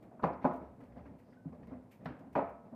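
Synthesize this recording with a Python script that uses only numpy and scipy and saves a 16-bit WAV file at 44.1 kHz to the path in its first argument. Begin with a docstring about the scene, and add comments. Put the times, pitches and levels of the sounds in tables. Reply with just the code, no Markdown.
"""A small room with a front-loading washing machine turning a heavy wet load, heard at one microphone.
Hard knocks crack, rattle the cabinet as dense noise and ring the drum and door as damped sines.
Wet cloth thuds as low damped sines and slaps the glass once as a noise burst.
Bubble tones and noise slosh, drops ring, and suds spit over the noise rumble and hum of the drive.
Direct sound outweighs the room's tail."""
import sys
import numpy as np
from scipy import signal
from scipy.fft import rfft, irfft, next_fast_len
from scipy.io import wavfile

SR = 44100
rng = np.random.default_rng(int(sys.argv[2]) if len(sys.argv) > 2 else 0)


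def dump_mix(stems):
    """Bounce the given channels to the path in sys.argv[1] as a 16-bit WAV at rate SR."""
    frames = np.atleast_2d(stems).T  # one column per channel
    limited = np.clip(frames, -1, 1)  # hard clip at full scale
    pcm = np.round(limited * 32767).astype(np.int16)
    wavfile.write(sys.argv[1], SR, pcm)


N = 121275
T = np.arange(N) / SR

# hard parts of the load on drum and door: start_s, ring_db, pitch_hz (most excited), clatter_db, crack_db
KNOCKS = [(0.195, -47.5, 1390, -59, -80), (0.2341, -29, 1220, -35, -46), (0.2399, -23.5, 890, -34, -57.5),
          (.267, -38, 900, -40.5, -54.5), (0.4445, -29.5, 904, -32, -60), (.4525, -22, 625, -38.5, -60),
          (.511, -38, 786, -44, -63), (2.3524, -36.5, 1500, -35.5, -41.5), (2.3565, -26, 863, -37.5, -52),
          (2.3755, -27.5, 680, -36.5, -55), (2.3873, -26, 556, -52.5, -61), (2.417, -34.5, 600, -48.5, -68)]
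# drum and door modes: pitch_hz, level_db, t60_s
DRUM_MODES = [(363, -7, 0.43), (443, -5.5, 0.26), (566, -16, 0.16), (599.8, -9, 0.11), (608.4, -2.5, 0.21),
              (683, -6, 0.52), (786.5, -2.5, 0.087), (824, -3, 0.087), (948, -0.5, 0.13),
              (987, -10.5, 0.16), (1103, -18.5, 0.63), (1293, -9.5, 0.54), (1453, -12.5, 0.6),
              (1580, -19.5, 0.2), (2284, -24.5, 0.17), (2563, -27.5, 0.29)]
# dense ringing of the cabinet: frequency_hz, relative_level_db
CLATTER_SPECTRUM = [(20, -45), (50, -28), (100, -13.5), (170, 4.5), (260, -1), (340, -0.5), (600, 4),
                    (1000, -1.5), (1300, -9.5), (1800, -19.5), (2400, -30), (3000, -39), (6000, -51.5),
                    (15000, -62)]
# first snap of a contact: frequency_hz, relative_level_db
CRACK_SPECTRUM = [(30, -54), (150, -7.5), (700, 8.5), (1500, 6.5), (2400, 6), (3100, -11.5), (5000, -22.5),
                  (7000, -35.5), (15000, -39)]
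CONTACT_S = 0.0018  # rise of a hard contact
BLOW_DB, BLOW_DECAY_S = 16, 0.0058  # level and decay of the extra ring at the start of a blow
RING_FOCUS_DB, CLATTER_FOCUS_DB = 9, 2.5  # lift at the most excited pitch
CLATTER_DECAY_S, CLATTER_TAIL_DB = 0.018, -4.5
CRACK_RISE_S, CRACK_DECAY_S, CRACK_TAIL_DB = 0.003, 0.0058, -7
BEAT_DEPTH = 0.38
RING_WET_DB = -11.5


def knocks():
    """Each blow cracks, shakes the cabinet and rings the drum modes near its own pitch."""
    ring, rattle = np.zeros(N), np.zeros(N)
    t = T[:SR // 2]
    mode_hz, mode_db, t60 = np.transpose(DRUM_MODES)
    modes = np.sin(2 * np.pi * mode_hz[:, None] * t) * fade_60db(t, t60[:, None])
    blow = np.minimum(t / CONTACT_S, 1) * (1 + amp(BLOW_DB) * np.exp(-t / BLOW_DECAY_S))
    grid_hz = np.geomspace(20, 16000, 100)
    for start, ring_db, pitch_hz, clatter_db, crack_db in KNOCKS:
        share = amp(mode_db + RING_FOCUS_DB * focus(mode_hz, pitch_hz))
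        share = share / share.sum()
        # close pairs of modes beat as they ring, each at its own random rate
        beat_hz = rng.uniform(-13.2, 12, (len(mode_hz), 1))
        beats = 1 + BEAT_DEPTH * np.sin(2 * np.pi * beat_hz * t)
        add(ring, start, amp(ring_db) * blow * (share @ (modes * beats)))

        panel_db = read(CLATTER_SPECTRUM, grid_hz) + CLATTER_FOCUS_DB * focus(grid_hz, pitch_hz)
        panels = colour(taps(SR), np.column_stack([grid_hz, panel_db]))
        clatter = burst(panels, CONTACT_S, CLATTER_DECAY_S, CLATTER_TAIL_DB)
        add(rattle, start, amp(clatter_db) * clatter)

        snap = colour(taps(SR), CRACK_SPECTRUM)
        crack = burst(snap, CRACK_RISE_S, CRACK_DECAY_S, CRACK_TAIL_DB)
        add(rattle, start, amp(crack_db) * crack)
    return room(ring, RING_WET_DB) + rattle


def focus(hz, pitch_hz):
    """How near a frequency lies to the pitch that a blow excites most, 0-1."""
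    width_octaves = 0.44
    return np.exp(-(np.log2(hz / pitch_hz) / width_octaves) ** 2)


# dull thuds of wet cloth: start_s, level_db, pitch_hz, t60_s
THUDS = [(.236, -31.5, 200.6, 0.21), (.262, -31.5, 166.3, 0.12), (.305, -43, 292.6, 0.24),
         (.444, -26.5, 209.3, 0.091), (.449, -20.5, 261, 0.094), (.468, -33, 355, 0.16),
         (.972, -49, 222, 0.1), (1.064, -45, 274, 0.19), (1.115, -51.5, 171, 0.28),
         (1.4555, -37, 266, 0.083), (1.459, -34, 164.5, 0.15), (1.682, -48.5, 200.5, 0.35),
         (1.72, -40, 251.4, 0.18), (2.06, -34.5, 165.3, 0.14), (2.066, -40, 245, 0.19),
         (2.092, -44, 133.7, 0.18), (2.104, -41, 299.6, 0.11), (2.364, -34, 278.2, 0.25),
         (2.728, -43.5, 227, 0.23)]
THUD_RISE_S, THUD_WET_DB = 0.003, -11


def thuds():
    """Wet cloth lands dully: each thud is a low damped resonance in the room."""
    return room(pings(THUDS, THUD_RISE_S), THUD_WET_DB)


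# wet cloth on the door glass: frequency_hz, relative_level_db
SLAP_SPECTRUM = [(30, -40), (150, -16), (500, 5.5), (950, 0.5), (1200, -2.5), (1500, -1.5), (2500, -14.5),
                 (3200, -20), (5500, -31), (6300, -44), (15000, -54)]
SLAP_START_S, SLAP_DB = 2.0565, -39.5
SLAP_RISE_S, SLAP_DECAY_S, SLAP_TAIL_DB = 0.0012, 0.0054, -7.5


def slap():
    """A wet fold smacks flat against the door glass, a short burst of dense noise."""
    out = np.zeros(N)
    smack = burst(colour(taps(SR), SLAP_SPECTRUM), SLAP_RISE_S, SLAP_DECAY_S, SLAP_TAIL_DB)
    add(out, SLAP_START_S, amp(SLAP_DB) * smack)
    return out


# falls of water: start_s, churn_db, rise_s, decay_s, splash_db
SLOSHES = [(0.023, -55, 0.0084, 0.029, -76), (0.108, -55, 0.0062, 0.11, -81.5),
           (0.221, -38, 0.019, .02, -51), (.328, -47, .004, 0.015, -62.5), (.41, -51, 0.021, 0.072, -61),
           (0.612, -48.5, .005, 0.049, -74), (0.801, -55.5, 0.0053, 0.08, -72),
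           (0.917, -78, 0.0045, 0.024, -77), (.952, -50, 0.023, 0.065, -71),
           (1.053, -56, 0.0088, 0.023, -68), (1.187, -78, 0.0063, 0.043, -78),
           (1.321, -66, 0.0089, 0.034, -72), (1.445, -57.5, 0.0061, 0.024, -89),
           (1.518, -50.5, .012, 0.025, -73), (1.626, -84, .008, 0.015, -67), (1.669, -55, 0.0047, 0.1, -72),
           (1.706, -51.5, 0.01, 0.055, -82), (2.008, -61, 0.0035, 0.021, -75),
           (2.192, -53.5, 0.02, 0.077, -79), (2.64, -56.5, .005, 0.09, -80.5),
           (2.722, -52, 0.007, 0.064, -93)]
# churning water: frequency_hz, relative_level_db
CHURN_SPECTRUM = [(25, -26), (70, -12), (105, 4.5), (170, 6), (250, 5.5), (340, -4.5), (600, -2.5),
                  (900, -10.5), (1400, -21.5), (2200, -41.5), (3200, -62), (15000, -60.5)]
# its splashing: frequency_hz, relative_level_db
SPLASH_SPECTRUM = [(300, -9.5), (1000, 4.5), (2100, 8.5), (2800, -3.5), (3300, -8.5), (5000, -12.5),
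                   (7500, -25), (15000, -21)]
WATER_WET_DB = -5


def sloshes():
    """Water churns and splashes each time a fold of the load falls, as swells of bubbling noise."""
    churn, splash = np.zeros(N), np.zeros(N)
    for start, churn_db, rise, decay, splash_db in SLOSHES:
        envelope = swell(start, rise, decay)
        churn += amp(churn_db) * envelope
        splash += amp(splash_db) * envelope
    return churn * colour(bubbles(), CHURN_SPECTRUM) + splash * colour(bubbles(), SPLASH_SPECTRUM)


BUBBLES_PER_S, BUBBLE_SPREAD_DB = 1500, 6  # mean rate over all pitches, range of random gain
BUBBLE_SHARE = 0.55  # share of the power in bubbles, the rest is spray
BUBBLE_CYCLES = 6.1  # cycles in one unit of a bubble's envelope time


def bubbles(count=40):
    """A froth of short rising bubble tones in fine spray."""
    froth = np.zeros(N)
    for hz in np.geomspace(200, 6000, count):
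        u = np.arange(0, 5, hz / BUBBLE_CYCLES / SR)  # envelope time, shorter for higher bubbles
        tone = u * np.exp(-2 * u) * np.sin(2 * np.pi * BUBBLE_CYCLES * u * (1 + 0.02 * u))
        struck = rng.random(N) < BUBBLES_PER_S / count / SR
        pops = struck * amp(BUBBLE_SPREAD_DB * rng.random(N))
        froth += np.sqrt(hz) * unit(signal.oaconvolve(pops, tone)[:N])
    spray = rng.standard_normal(N)
    return np.sqrt(BUBBLE_SHARE) * unit(room(froth, WATER_WET_DB)) + np.sqrt(1 - BUBBLE_SHARE) * spray


# single drops: start_s, level_db, pitch_hz, t60_s
DROPS = [(1.062, -68.5, 2100, 0.054), (1.2, -71.5, 1500, .05), (1.371, -61.5, 1514, 0.087)]


def drops():
    """Each single drop is a high damped resonance in the room."""
    return room(pings(DROPS, CONTACT_S), WATER_WET_DB)


# spitting suds: start_s, level_db, rise_s, decay_s
SPITS = [(0.023, -72, .004, 0.022), (.532, -69, .004, 0.017), (0.555, -71.5, .006, 0.024),
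         (0.804, -74.5, 0.0018, 0.018), (.834, -77, 0.0033, 0.026), (1.18, -75.5, 0.014, 0.036),
         (1.671, -72, 0.0014, 0.0045), (1.907, -65, .012, 0.035), (2.045, -70.5, .003, 0.025),
         (2.19, -71.5, 0.0044, 0.011), (2.326, -69.5, 0.0044, 0.024), (2.49, -72.5, 0.0039, .012)]
# their fizz: frequency_hz, relative_level_db
SPIT_SPECTRUM = [(800, -5), (2400, 10), (3600, -4.5), (9500, -9), (13500, -5.5), (16000, -1)]


def spits():
    """Brief fizzes of suds, swells of bright noise."""
    envelope = sum(amp(db) * swell(start, rise, decay) for start, db, rise, decay in SPITS)
    return envelope * colour(rng.standard_normal(N), SPIT_SPECTRUM)


# thin run of water: frequency_hz, relative_level_db
TRICKLE_SPECTRUM = [(2000, -12), (4200, -1), (5000, 8), (5900, -5), (9000, -34)]
TRICKLE_CENTRE_S, TRICKLE_HALF_S, TRICKLE_DB = 1.3, 0.054, -87


def trickle():
    """A thin, high run of water, noise that swells and fades once."""
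    envelope = np.exp(-((T - TRICKLE_CENTRE_S) / TRICKLE_HALF_S) ** 2)
    return amp(TRICKLE_DB) * envelope * colour(rng.standard_normal(N), TRICKLE_SPECTRUM)


# drive and tub: frequency_hz, relative_level_db
RUMBLE_SPECTRUM = [(20, -43.5), (40, -14), (72, -15.5), (105, 0.5), (170, 0), (250, 1.5), (330, -8.5),
                   (600, -8.5), (900, -16.5), (1400, -28), (2200, -33.5), (3100, -42), (6500, -47),
                   (9100, -46.5), (10500, -48), (13000, -49.5), (16000, -52)]
# drive tone: pitch_hz, level_db
HUM = [(249, -68)]
# the tub booms as the load shifts: centre_s, level_db, half_length_s
BOOMS = [(.31, -57.5, 0.075), (.53, -64.5, 0.099), (0.667, -60, 0.081), (1.021, -58, 0.13),
         (1.516, -60, 0.04), (1.72, -61, 0.11), (2.108, -56, 0.026), (2.441, -62, 0.15)]
RUMBLE_DB, RUMBLE_WANDER_DB = -58, 2.55
HUM_WANDER_HZ, BOOM_HZ, BOOM_WANDER_HZ = 11, 73.4, 7  # wanders are rms


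def drive():
    """Restless rumble of the turning tub, its low booms and the motor's faint hum."""
    noise = colour(rng.standard_normal(N), RUMBLE_SPECTRUM)
    low = signal.sosfilt(signal.butter(2, 2500, "low", fs=SR, output="sos"), noise)
    noise = colour(rng.standard_normal(N), RUMBLE_SPECTRUM)
    high = signal.sosfilt(signal.butter(2, 2500, "high", fs=SR, output="sos"), noise)
    # only the low part wavers in level
    rumble = amp(RUMBLE_DB) * (low * amp(RUMBLE_WANDER_DB * wander(19)) + high)

    hum = np.zeros(N)
    for hz, db in HUM:
        tone = np.sin(2 * np.pi * np.cumsum(hz + HUM_WANDER_HZ * wander(11.6)) / SR)
        hum += amp(db) * unit(tone * (1 + 0.5 * wander(3.3)))

    boom = unit(np.sin(2 * np.pi * np.cumsum(BOOM_HZ + BOOM_WANDER_HZ * wander(23)) / SR))
    boom_level = sum(amp(db) * np.exp(-((T - centre) / half) ** 2) for centre, db, half in BOOMS)
    return rumble + hum + boom * boom_level


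# fading of the small room: frequency_hz, t60_s
ROOM_FADE = [(80, 0.32), (250, 0.52), (700, 0.49), (1800, 0.52), (5000, 0.33), (14000, 0.26)]


def die_away(x):
    """Lets each band fade at the room's rate."""
    hz, t, bands = signal.stft(x, SR, nperseg=256)
    fade = amp(-60 * t / read(ROOM_FADE, hz)[:, None])
    return signal.istft(bands * fade, SR, nperseg=256)[1][:len(x)]


def room(x, wet_db):
    """Adds the small room's tail of dense reflections to the direct sound."""
    tail = die_away(taps(SR)) * np.minimum(T[:SR] / 0.017, 1)  # builds up over 17 ms
    tail = tail / np.linalg.norm(tail)
    return x + amp(wet_db) * signal.fftconvolve(x, tail)[:N]


def taps(count):
    """Dense reflections of random sign."""
    return rng.choice([-1., 1.], count) * (rng.random(count) < .5)


def burst(dense, rise, decay, tail_db):
    """Countless close panel modes: a quick flare, then the room's tail."""
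    t = T[:SR]
    flare = dense * np.exp(-t / decay)
    return np.minimum(t / rise, 1) * (flare + amp(tail_db) * die_away(dense))


def pings(rows, rise):
    """One damped resonance for each row."""
    out = np.zeros(N)
    t = T[:SR // 2]
    for start, db, hz, t60 in rows:
        envelope = np.minimum(t / rise, 1) * fade_60db(t, t60)
        add(out, start, amp(db) * envelope * np.sin(2 * np.pi * hz * t))
    return out


def fade_60db(t, t60):
    """Exponential decay that falls by 60 dB in t60 seconds."""
    return np.exp(-np.log(1000) * t / t60)


def swell(start, rise, decay):
    """Envelope that rises from its start and falls away."""
    return np.clip((T - start) / rise, 0, 1) * np.exp(-np.maximum(T - start - rise, 0) / decay)


def wander(hz):
    """Slow random drift, mostly below a rate, rms 1."""
    spectrum = rfft(rng.standard_normal(2 * N))
    lowpass = np.exp(-(np.fft.rfftfreq(2 * N, 1 / SR) / hz) ** 2)
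    return unit(irfft(spectrum * lowpass)[:N])


def colour(x, spectrum):
    """Gives a steady signal a spectrum, at rms 1."""
    size = next_fast_len(len(x))
    gain = amp(read(spectrum, np.fft.rfftfreq(size, 1 / SR)))
    return unit(irfft(rfft(x, size) * gain, size)[:len(x)])


def read(points, hz):
    """Reads a table on a log-frequency axis."""
    f, value = np.transpose(points)
    return np.interp(np.log(hz + 1), np.log(f + 1), value)


def add(mix, start, sound):
    """Mixes a sound in at its start in seconds."""
    part = mix[max(round(start * SR), 0):][:len(sound)]
    part += sound[:len(part)]


def unit(x):
    """Scales to rms 1."""
    return x / np.sqrt(np.mean(x ** 2) + 1e-20)


def amp(db):
    """Decibels to gain."""
    return 10 ** (np.asarray(db) / 20)


def scene():
    """All sounds of the machine at one microphone."""
    load = knocks() + thuds() + slap()
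    water = sloshes() + drops() + spits() + trickle()
    return (load + water + drive())[None]


def record(dry):
    """The recorder's band limit, a steep low-pass at 14.9 kHz."""
    lowpass = signal.firwin(511, 14900, window=("kaiser", 9), fs=SR)
    return signal.oaconvolve(dry, lowpass[None], "same")


dry = scene()
out = record(dry)
dump_mix(out)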